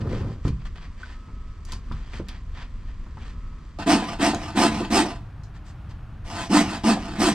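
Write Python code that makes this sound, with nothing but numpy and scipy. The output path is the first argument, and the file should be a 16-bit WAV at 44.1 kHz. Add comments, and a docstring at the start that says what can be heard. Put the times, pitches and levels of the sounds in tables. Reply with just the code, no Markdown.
"""Rustles, knocks and small clicks over a low rumble, as hands shift a tool against a cabinet in a parked van.
Then the scene changes to just outside the open door, in the middle of a scrape: four quick strokes, a pause,
three more. On each push the teeth speed up and slow down, so the board honks in an arch of pitch under the
rasp. The lighter pulls mostly scrape. Rubs and rasp are noisy grains, knocks are ringing modes, clicks are
short noise bursts and the air is drifting coloured noise; a faint far whine swells twice before the sawing."""
import sys
import numpy as np
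from scipy import signal
from scipy.fft import rfft, irfft
from scipy.io import wavfile
from scipy.ndimage import uniform_filter1d

SR = 44100
rng = np.random.default_rng(int(sys.argv[2]) if len(sys.argv) > 2 else 0)


def materialize(psi):
    """Save the field psi as 16-bit PCM at rate SR to the path in sys.argv[1].

    A 1-D psi becomes a single channel; in a 2-D psi each row is a channel.
    """
    bounded = np.clip(np.atleast_2d(psi).T, -1, 1)
    quanta = np.round(bounded * 32767).astype(np.int16)
    wavfile.write(sys.argv[1], SR, quanta)


N = 323694
T = np.arange(N) / SR  # the time of every sample, in seconds
OUTSIDE_S = 3.787  # from here the air is that of the open door

# Pushes of the saw, before the small level trims in saw(): start t/s, speeding up t/s, slowing down t/s,
# rasp level/dB, board hum over the rasp level/dB, treble over the rasp level/dB, top tooth rate f/Hz
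PUSHES = [(3.858, 0.055, .075, -19, 0.5, -17, 332.2), (4.185, 0.076, .058, -20.5, -1.5, -17, 349.1),
          (4.545, 0.075, .078, -19.5, 0, -16, 385), (4.896, 0.074, .07, -19.5, 0, -13.5, 400),
          (6.492, .074, .074, -20.5, 2.5, -15, 308.2), (6.832, .056, .064, -22, 2, -15.5, 242.5),
          (7.18, .06, .095, -21.5, 2, -12.5, 375.4)]


def gain_of(db):
    """Turns decibels into an amplitude factor."""
    return 10 ** (np.asarray(db) / 20)


def evened(x):
    """Scales a sound to an average (rms) level of 1."""
    return x / np.sqrt(np.mean(x ** 2) + 1e-20)


def steadied(x, span_s):
    """Holds the rms level near 1 over every short span."""
    power = abs(uniform_filter1d(x ** 2, max(int(span_s * SR), 2)))
    return x / np.sqrt(power + 1e-12)


def read(points, hz):
    """Reads a table of values against frequency, on a log-frequency axis."""
    f, value = np.transpose(points)
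    return np.interp(np.log(hz + 1), np.log(f + 1), value)


def add(mix, s, sound):
    """Mixes a sound in at time s (seconds)."""
    part = mix[..., max(round(s * SR), 0):][..., :sound.shape[-1]]
    part += sound[..., :part.shape[-1]]


def wander(hz):
    """Smooth random drift of rms 1, with little movement faster than hz."""
    f = np.fft.rfftfreq(N, 1 / SR)
    return evened(irfft(rfft(rng.standard_normal(N)) / (1 + (f / hz) ** 4), N))


def colour(x, points, rings=(), size=8192):
    """Filters by a smooth spectrum with resonant peaks on top, answering only after each input."""
    hz = abs(np.fft.fftfreq(size, 1 / SR))
    peaks = sum(lift / (1 + (2 * (hz - f) / width) ** 2) for f, width, lift in rings)
    log_gain = np.log(gain_of(read(points, hz) + peaks) + 1e-6)
    # the Hilbert transform supplies the phase that keeps the response from starting early
    response = np.fft.ifft(np.exp(np.conj(signal.hilbert(log_gain)))).real[:size // 2]
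    return evened(signal.oaconvolve(x, response[None], axes=1)[:, :N])


def band(x, lo_hz, hi_hz):
    """Keeps a band of frequencies, with gentle slopes."""
    sos = signal.butter(2, [lo_hz, min(hi_hz, SR / 2 - 1000)], "band", fs=SR, output="sos")
    return signal.sosfilt(sos, x)


def brighten(x, treble_db, split_hz):
    """Replaces the treble level by a given one, fixed or moving."""
    top = signal.sosfiltfilt(signal.butter(2, split_hz, "high", fs=SR, output="sos"), x)
    return x - top + evened(top) * gain_of(treble_db)


def grit(per_s, spread_db):
    """Friction as tiny random fractures of uneven size, at the same moments on both sides."""
    size = gain_of(spread_db * np.minimum(rng.exponential(1, N), 4))
    happens = rng.random(N) < per_s / SR
    return evened(size * happens * rng.standard_normal((2, N)))


def arch(start, rise_s, fall_s):
    """A smooth movement from rest up to 1 and back to rest."""
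    times = np.cumsum([start, abs(rise_s), abs(fall_s)])
    return np.maximum(np.sin(np.pi * np.interp(T, times, [0, .5, 1])), 0)


def ports(pair, aside):
    """Makes left and right of two signals; waves from a source off to one side reach the right port first."""
    # likeness of the two microphone ports: f/Hz, likeness (1 = the same)
    likeness = [(100, .993), (300, .995), (700, .965), (1400, .92), (2800, .81), (5500, .67), (8400, .86),
                (13000, .62)]
    # left ahead of right for aside = 1: f/Hz, phase/radians
    lead = [(200, 0), (500, -.16), (1000, -.34), (2070, -.7), (3960, -.95), (7750, -2), (9560, -.9),
            (15000, -.3)]
    # left over right for aside = 1: f/Hz, level/dB
    tilt = [(100, 0), (300, -.2), (700, -1), (2800, .3), (5500, -.8), (8400, -4), (13000, -4)]
    hz = np.fft.rfftfreq(N, 1 / SR)
    a, b = rfft(pair)
    same = np.clip(read(likeness, hz), 0, 1)
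    # half of each difference goes to either side
    shift = gain_of(aside * read(tilt, hz) / 2) * np.exp(.5j * aside * read(lead, hz))
    left = a * shift
    right = (same * a + np.sqrt(1 - same ** 2) * b) / shift
    return irfft(np.array([left, right]), N)


def air():
    """Drifting coloured noise: lumpy rumble in the van, with a whine that swells twice, then traffic at its door."""
    # spectrum within the van: f/Hz, relative level/dB
    cabin_colour = [(12, -34.5), (20, 3), (64, -6), (94, -11), (121, -19.5), (249, -24.5), (286, -31),
                    (841, -48.5), (1020, -35.5), (1240, -37.5), (1510, -45.5), (1640, -44), (2040, -46.5),
                    (7300, -66), (15000, -99)]
    # spectrum at the door: f/Hz, relative level/dB
    yard_colour = [(12, -31.5), (20, -3), (54, -5), (115, -5.5), (217, -21.5), (256, -29), (294, -22.5),
                   (328, -31), (457, -36), (497, -37.5), (693, -33), (1420, -34.5), (2040, -43),
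                   (2620, -45), (15000, -74)]
    # changes of the low rumble in the van: t/s, level/dB
    rumble = [(0, 0), (.7, 2), (1.1, -3), (1.6, -1.5), (2.1, 0), (2.9, 1), (3.4, 0), (3.78, -2.5)]
    # swells of the whine: start t/s, rise t/s, fall t/s, level/dB
    whines = [(1.03, 0.22, 0.46, -60), (3.26, .12, 0.37, -61.5)]
    rumble_below_hz, whine_hz = 89, 1284

    cabin = colour(rng.standard_normal((2, N)), cabin_colour) * gain_of(-34 + wander(2.1))
    low = signal.sosfiltfilt(signal.butter(2, rumble_below_hz, fs=SR, output="sos"), cabin)
    cabin = cabin - low + low * gain_of(np.interp(T, *np.transpose(rumble)))
    yard = colour(rng.standard_normal((2, N)), yard_colour) * gain_of(-36.5 + 0.42 * wander(2))
    swell = sum(gain_of(db) * arch(*timing) for *timing, db in whines)
    turns = np.cumsum(whine_hz + 9 * wander(41)) / SR  # the pitch wavers by about 9 Hz
    whine = np.sqrt(2) * swell * np.sin(2 * np.pi * turns)
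    return ports(np.where(T < OUTSIDE_S, cabin + whine, yard), aside=0.14)


def handling():
    """Rubs swell and fade as grainy friction; a sleeve brushes past at first, and cloth stirs faintly in the van."""
    # hands and tool on wood and cloth: start t/s, length t/s, level/dB, treble over that level/dB
    rub_list = [(0.0, 0.026, -44.5, -20), (0.061, 0.19, -44, -21), (0.247, 0.12, -56, -19),
                (0.434, 0.071, -45.5, -13), (0.595, 0.036, -54.5, -36), (0.643, 0.042, -46.5, -19),
                (0.748, 0.048, -48, -28), (0.795, 0.082, -50.5, -30), (0.953, 0.23, -51, -21),
                (1.656, 0.13, -48.5, -11), (1.843, 0.34, -56, -23), (2.106, 0.11, -44.5, -16.5),
                (2.257, 0.14, -49.5, -37), (2.527, 0.14, -45, -30), (2.858, 0.073, -59, -35),
                (3.153, 0.19, -51.5, -20), (5.53, 0.062, -55, -14), (5.636, 0.096, -57.5, -5),
                (5.884, 0.047, -53, -12)]
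    # spectrum of the rubs: f/Hz, relative level/dB
    rub_colour = [(210, 1.5), (520, -6), (1150, -1), (2250, -5), (3550, -8), (5100, -9), (8100, -12),
                  (10100, -31), (15100, -39)]
    # a sleeve brushing close by: t/s, level/dB
    sleeve_levels = [(0, -28), (0.1, -26), (0.2, -28.5), (0.3, -30.5), (0.38, -44.5), (0.43, -58)]
    # spectrum of the sleeve: f/Hz, relative level/dB
    sleeve_colour = [(40, -16), (100, 7.5), (250, -5), (520, -11.5), (700, -23), (1400, -28.5), (2200, -41),
                     (5000, -47), (12000, -66)]

    rub_rings = [(1810, 110, 5.9), (3250, 260, 3.1), (4680, 290, 5.1)]  # f/Hz, width/Hz, lift/dB
    grain = colour(grit(per_s=5000, spread_db=2.0), rub_colour, rub_rings)
    rubs = brighten(grain, -11.5, 4540) * gain_of(-62.5) * (T < OUTSIDE_S)  # the faint cloth
    for s, length, db, treble_db in rub_list:
        part = grain[:, max(round(s * SR), 0):][:, :max(round(length * SR), 200)]
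        swell = signal.windows.tukey(part.shape[1], .7)
        add(rubs, s, gain_of(db) * brighten(part, treble_db, 4400) * swell)

    sleeve = colour(grit(per_s=2000, spread_db=-0.5), sleeve_colour, [(1220, 420, 2.4)])
    sleeve = sleeve * gain_of(np.interp(T, *np.transpose(sleeve_levels)) + 0.91 * wander(30))
    return ports(rubs + sleeve * (T < sleeve_levels[-1][0]), aside=0.8)


def knocks():
    """A padded blow gives a short woody clack and rings the cabinet; stiff spots ring higher and shorter."""
    # knocks on the cabinet: t/s, level/dB, clack over that level/dB, pitch factor
    knock_list = [(0.451, -16, -21.5, 0.98), (0.475, -21, -16, 1.14), (0.504, -24, -40, 0.76),
                  (1.283, -44.5, -4, 1.6), (1.723, -35, -4.5, 1.34), (1.912, -27, -7.5, 0.83),
                  (2.135, -36, -19, 1.3), (2.196, -28, -15, 1.25), (3.063, -43.5, -3.5, 1.26),
                  (3.17, -42.5, 2, 1.4)]
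    # cabinet modes at pitch factor 1, before a small random detuning:
    # f/Hz, relative level/dB, time to fall 60 dB t/s
    cabinet = [(65.2, 4.5, 0.31), (110.2, 3.5, 0.23), (137.5, -1, 0.18), (171.2, 1, 0.36), (215, -8, 0.35),
               (276.4, -1, 0.16), (392, -6.5, 0.11), (464.4, -13, 0.16)]
    out, t = np.zeros((2, N)), np.arange(SR // 3) / SR
    onset = 1 - np.exp(-t / 0.0012)
    for s, db, clack_db, pitch in knock_list:
        thud = np.zeros(len(t))
        for hz, level, t60 in cabinet:
            mode_hz = hz * pitch * rng.uniform(0.88, 1.03)
            thud += gain_of(level - 60 * t * pitch / t60) * np.sin(2 * np.pi * mode_hz * t)
        clack = evened(band(rng.standard_normal((2, len(t))), 830, 1360))
        clack = clack * gain_of(clack_db - 60 * t / 0.077)
        add(out, s, gain_of(db) * (gain_of(-6) * thud + clack) * onset)
    return ports(out, aside=.1)


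def clicks():
    """A sharp snap of noise and its quick scatter off nearby surfaces."""
    # clicks of tool and blade: t/s, level before a 7 dB cut level/dB, centre f/Hz, half width/octaves,
    # time for the scatter to fall 60 dB t/s
    click_list = [(0.48, -34.5, 3400, 0.67, 0.066), (0.758, -44, 2000, .8, 0.054),
                  (1.031, -23.5, 1490, 0.077, 0.025), (1.651, -43, 5560, 0.56, 0.061),
                  (1.721, -30.5, 4130, 0.76, .07), (1.734, -35, 3930, 0.49, 0.039),
                  (1.921, -38.5, 2800, 0.57, .05), (2.134, -34, 1490, 0.62, 0.099),
                  (2.199, -24.5, 400, 0.33, 0.12), (2.285, -34.5, 3420, 0.85, 0.03),
                  (2.29, -33.5, 2570, 0.82, 0.044), (4.347, -26, 5100, 0.54, 0.013),
                  (5.435, -50, 5250, 0.4, 0.15)]
    out, t = np.zeros((2, N)), np.arange(SR // 5) / SR
    for s, db, hz, octaves, t60 in click_list:
        snap = evened(band(rng.standard_normal((2, len(t))), hz / 2 ** octaves, hz * 2 ** octaves))
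        fade = np.exp(-t / 0.0024) + gain_of(-1.5 - 60 * t / t60)  # snap, then scatter
        add(out, s, snap * gain_of(db - 7) * fade)
    return ports(out, aside=0.21)


def tooth_rate():
    """Teeth passing the cut each second: an arch on each push, a fixed slow rate otherwise."""
    slow_hz, curve = 177.94, 2.3  # rate at the ends of a push; a higher curve makes a narrower arch
    rate = np.full(N, slow_hz)
    for *timing, _, _, _, top_hz in PUSHES:
        rate += (top_hz - slow_hz) * arch(*timing) ** curve
    return rate


def stroke_power(strokes, grip):
    """Power of rasp, hum and treble: the blade's speed raised to grip, with a brief lingering ring."""
    linger_db, linger_t60_s = -7.5, 0.36
    power = 0
    for start, rise_s, fall_s, db, hum_db, treble_db, *_ in strokes:
        peak = gain_of([[db], [db + hum_db], [db + treble_db]]) ** 2
        power = power + peak * arch(start, rise_s, fall_s) ** grip
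    keep = gain_of(-60 / (linger_t60_s * SR)) ** 2  # share of the power left after one sample
    return power + gain_of(linger_db) ** 2 * signal.lfilter([1 - keep], [1, -keep], power + 1e-14)


def saw_levels(rate):
    """Adds the power of pushes and pulls: rasp in dB, then hum and treble in dB over the rasp."""
    # pulls of the saw, before the small level trims in saw(): start t/s, speeding up t/s, slowing down t/s,
    # rasp level/dB, board hum over the rasp level/dB, treble over the rasp level/dB
    pulls = [(3.786, 0.0046, 0.061, -35, 0.5, -19), (3.975, 0.1, 0.1, -33, -3.5, -18.5),
             (4.31, .16, 0.078, -37.5, -1.5, -17), (4.665, .11, .11, -32, 2.5, -18),
             (5.01, 0.042, 0.098, -35.5, -1, -22), (6.24, 0.18, 0.063, -34, -5, -13),
             (6.63, 0.089, 0.092, -33, -0.5, -15), (6.945, 0.17, .1, -38.5, 2, -16.5)]
    # the board honks when the teeth meet its modes: tooth rate f/Hz, added hum level/dB
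    honk = [(180, 5.5), (222, 3), (262, 2), (300, 4), (345, -3.5), (400, -1.5)]
    push, pull = stroke_power(PUSHES, grip=2.05), stroke_power(pulls, grip=1.54)
    push[1] *= gain_of(read(honk, rate)) ** 2
    rasp_db, hum_db, treble_db = 10 * np.log10(push + pull)
    return rasp_db, hum_db - rasp_db, treble_db - rasp_db


def teeth(rate, jitter, uneven_db):
    """Each tooth strikes the wood and tears briefly: returns the blows and the tearing that follows them."""
    turns = np.cumsum(rate * (1 + jitter * wander(150))) / SR  # teeth passed so far
    blows = np.diff(np.floor(turns), prepend=0) * gain_of(uneven_db * rng.standard_normal(N))
    tearing = .55 + np.exp(-(turns % 1) / .4)
    return evened(blows), evened(tearing)


def board(drive):
    """The board's low modes answer the blows of the teeth, held to an even loudness."""
    # low modes of the board on its stool: f/Hz, width/Hz, relative level/dB
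    modes = [(204, 32, -8.5), (219.4, 21.6, 1), (266.3, 43, -1), (298.4, 13, 5), (339.6, 9.2, -2)]
    t = np.arange(SR // 4) / SR
    ring = np.zeros(len(t))
    for hz, width, db in modes:
        ring += gain_of(db) * width * np.exp(-np.pi * width * t) * np.cos(2 * np.pi * hz * t)
    return steadied(band(signal.oaconvolve(drive, ring)[:N], 134, 400), 0.021)


def blade(x, rate, t60, ring_db):
    """The steel sheet's crowd of short modes ripples the upper rasp; the pattern shifts as teeth pass."""
    t = np.arange(SR // 8) / SR
    rings = band(rng.standard_normal((3, len(t))) * gain_of(-60 * t / t60), 1380, 19000)
    travel = 2 * np.pi * np.cumsum(rate) / SR / 36  # one turn for every 36 teeth
    ring = 0
    for k, mode_noise in enumerate(rings):
        part = x * np.cos(travel + k * np.pi / 3)
        response = mode_noise[None] / np.linalg.norm(mode_noise)
        ring = ring + signal.oaconvolve(part, response, axes=1)[:, :N]
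    return evened(x + gain_of(ring_db) * ring)


def saw():
    """Hard pushes bite with regular teeth and tearing fibres; light pulls skate with looser scraping."""
    # spectrum of the biting push: f/Hz, relative level/dB
    bite_colour = [(160, -8.5), (330, -6.5), (470, -2.5), (760, -2.5), (1120, -2), (2050, -8.5),
                   (3100, -8.5), (5100, -10.5), (7100, -15.5), (8900, -24.5), (10100, -27), (13100, -31.5),
                   (15600, -52.5)]
    # spectrum of the sliding pull: f/Hz, relative level/dB
    slide_colour = [(160, -28), (330, 12.5), (470, -1.5), (760, -1.5), (1120, 0), (2050, -5.5),
                    (3600, -6.5), (5100, -10), (7100, -15.5), (8900, -29.5), (10100, -26), (15600, -41)]
    # ringing of wood and blade that stands out of the rasp: f/Hz, width/Hz, lift level/dB
    ring_peaks = [(539, 8.9, 6), (674, 42, 12.5), (770, 72, 8.5), (872, 77, 9.5), (1006, 7.7, 12.5),
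                  (1073, 27, 4), (1223, 90, 5.5), (1482, 56, 6.5), (1870, 190, 5.5), (2550, 41, 4.5),
                  (2670, 110, 3.5), (2780, 44, 2), (5170, 350, 3), (8330, 1550, 13.5)]
    bite_from_db, bite_full_db = -33.5, -22  # rasp levels where the teeth begin to bite, and bite fully

    rate = tooth_rate()
    rasp_db, hum_db, treble_db = saw_levels(rate)
    biting = np.clip((rasp_db - bite_from_db) / (bite_full_db - bite_from_db), 0, 1)

    blows, tearing = teeth(rate, jitter=.025, uneven_db=4.0)
    fibres = tearing * grit(per_s=9500, spread_db=3.5)
    push = colour(fibres + gain_of(-10.5) * blows, bite_colour, ring_peaks)

    bumps, skating = teeth(rate, jitter=.22, uneven_db=4)
    dust = skating * grit(per_s=6000, spread_db=1.0) * gain_of(1.83 * wander(50))
    pull = colour(dust + gain_of(-16.0) * bumps, slide_colour, ring_peaks)
    # the blade rubs unevenly on the sides of the cut
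    pull = evened(pull + 0.19 * wander(24) * band(pull, 1200, 2940))

    rasp = np.sqrt(biting) * push + np.sqrt(1 - biting) * pull
    rasp = blade(rasp, rate, t60=.045, ring_db=-5)
    rasp = brighten(rasp, treble_db + 2.0, 4470)
    hum = board(biting * (blows + gain_of(-4) * fibres[0]) + (1 - biting) * (bumps + dust[0]))
    sound = gain_of(-0.4) * rasp + gain_of(hum_db + 0.17) * hum
    return ports(gain_of(rasp_db) * sound, aside=1.0)


def clacks_and_thumps():
    """Noise bursts in two bands: the first a jolt where the scene changes mid-scrape, the later ones the blade
    catching."""
    # a jolt as the scene changes (first row), then catches of the blade in the cut: # t/s, clack level/dB,
    # thump level/dB
    bursts = [(3.786, -37, -42), (4.018, -27, -36), (4.332, -22.5, -22), (4.803, -28.5, -21),
              (5.046, -23.5, -36), (5.122, -37, -48), (6.966, -28.5, -34)]
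    rise_s, t60_s = 0.0024, 0.13
    out, t = np.zeros((2, N)), np.arange(SR // 4) / SR
    envelope = (1 - np.exp(-t / rise_s)) * gain_of(-60 * t / t60_s)
    for s, clack_db, thump_db in bursts:
        noise = rng.standard_normal((2, len(t)))
        clack = gain_of(clack_db) * evened(band(noise, 560, 900))
        thump = gain_of(thump_db) * evened(band(noise, 190, 340))
        add(out, s, envelope * (clack + thump))
    return ports(out, aside=.8)


def walls(x, t60, wet_db):
    """Short diffuse reflections from the van's panels, made by fading noise, reach the two close ports."""
    t = np.arange(SR // 3) / SR
    fading = rng.standard_normal((2, len(t))) * gain_of(-60 * t / t60) * (t > .003)
    taps = band(fading, 696, 10000)
    echoes = signal.oaconvolve(x[:1], taps / np.linalg.norm(taps[0]), axes=1)[:, :N]
    return gain_of(wet_db) * ports(echoes, aside=1.0)


def scene():
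    """All sources with their reflections, over the air."""
    near = handling() + knocks() + clicks() + saw() + clacks_and_thumps()
    return near + walls(near, t60=0.18, wet_db=-8.5) + air()


def record(dry):
    """A slightly keener left microphone, a soft ceiling on the sharpest peaks, then a treble limit."""
    left_db, ceiling, edge_hz = .3, .72, 15750  # ceiling: full scale is 1
    heard = dry * gain_of([[left_db], [0]])
    heard = heard / (1 + (heard / ceiling) ** 6) ** (1 / 6)
    low_pass = signal.firwin(511, edge_hz, window=("kaiser", 9), fs=SR)
    return signal.oaconvolve(heard, low_pass[None], "same")


dry = scene()
out = record(dry)
materialize(out)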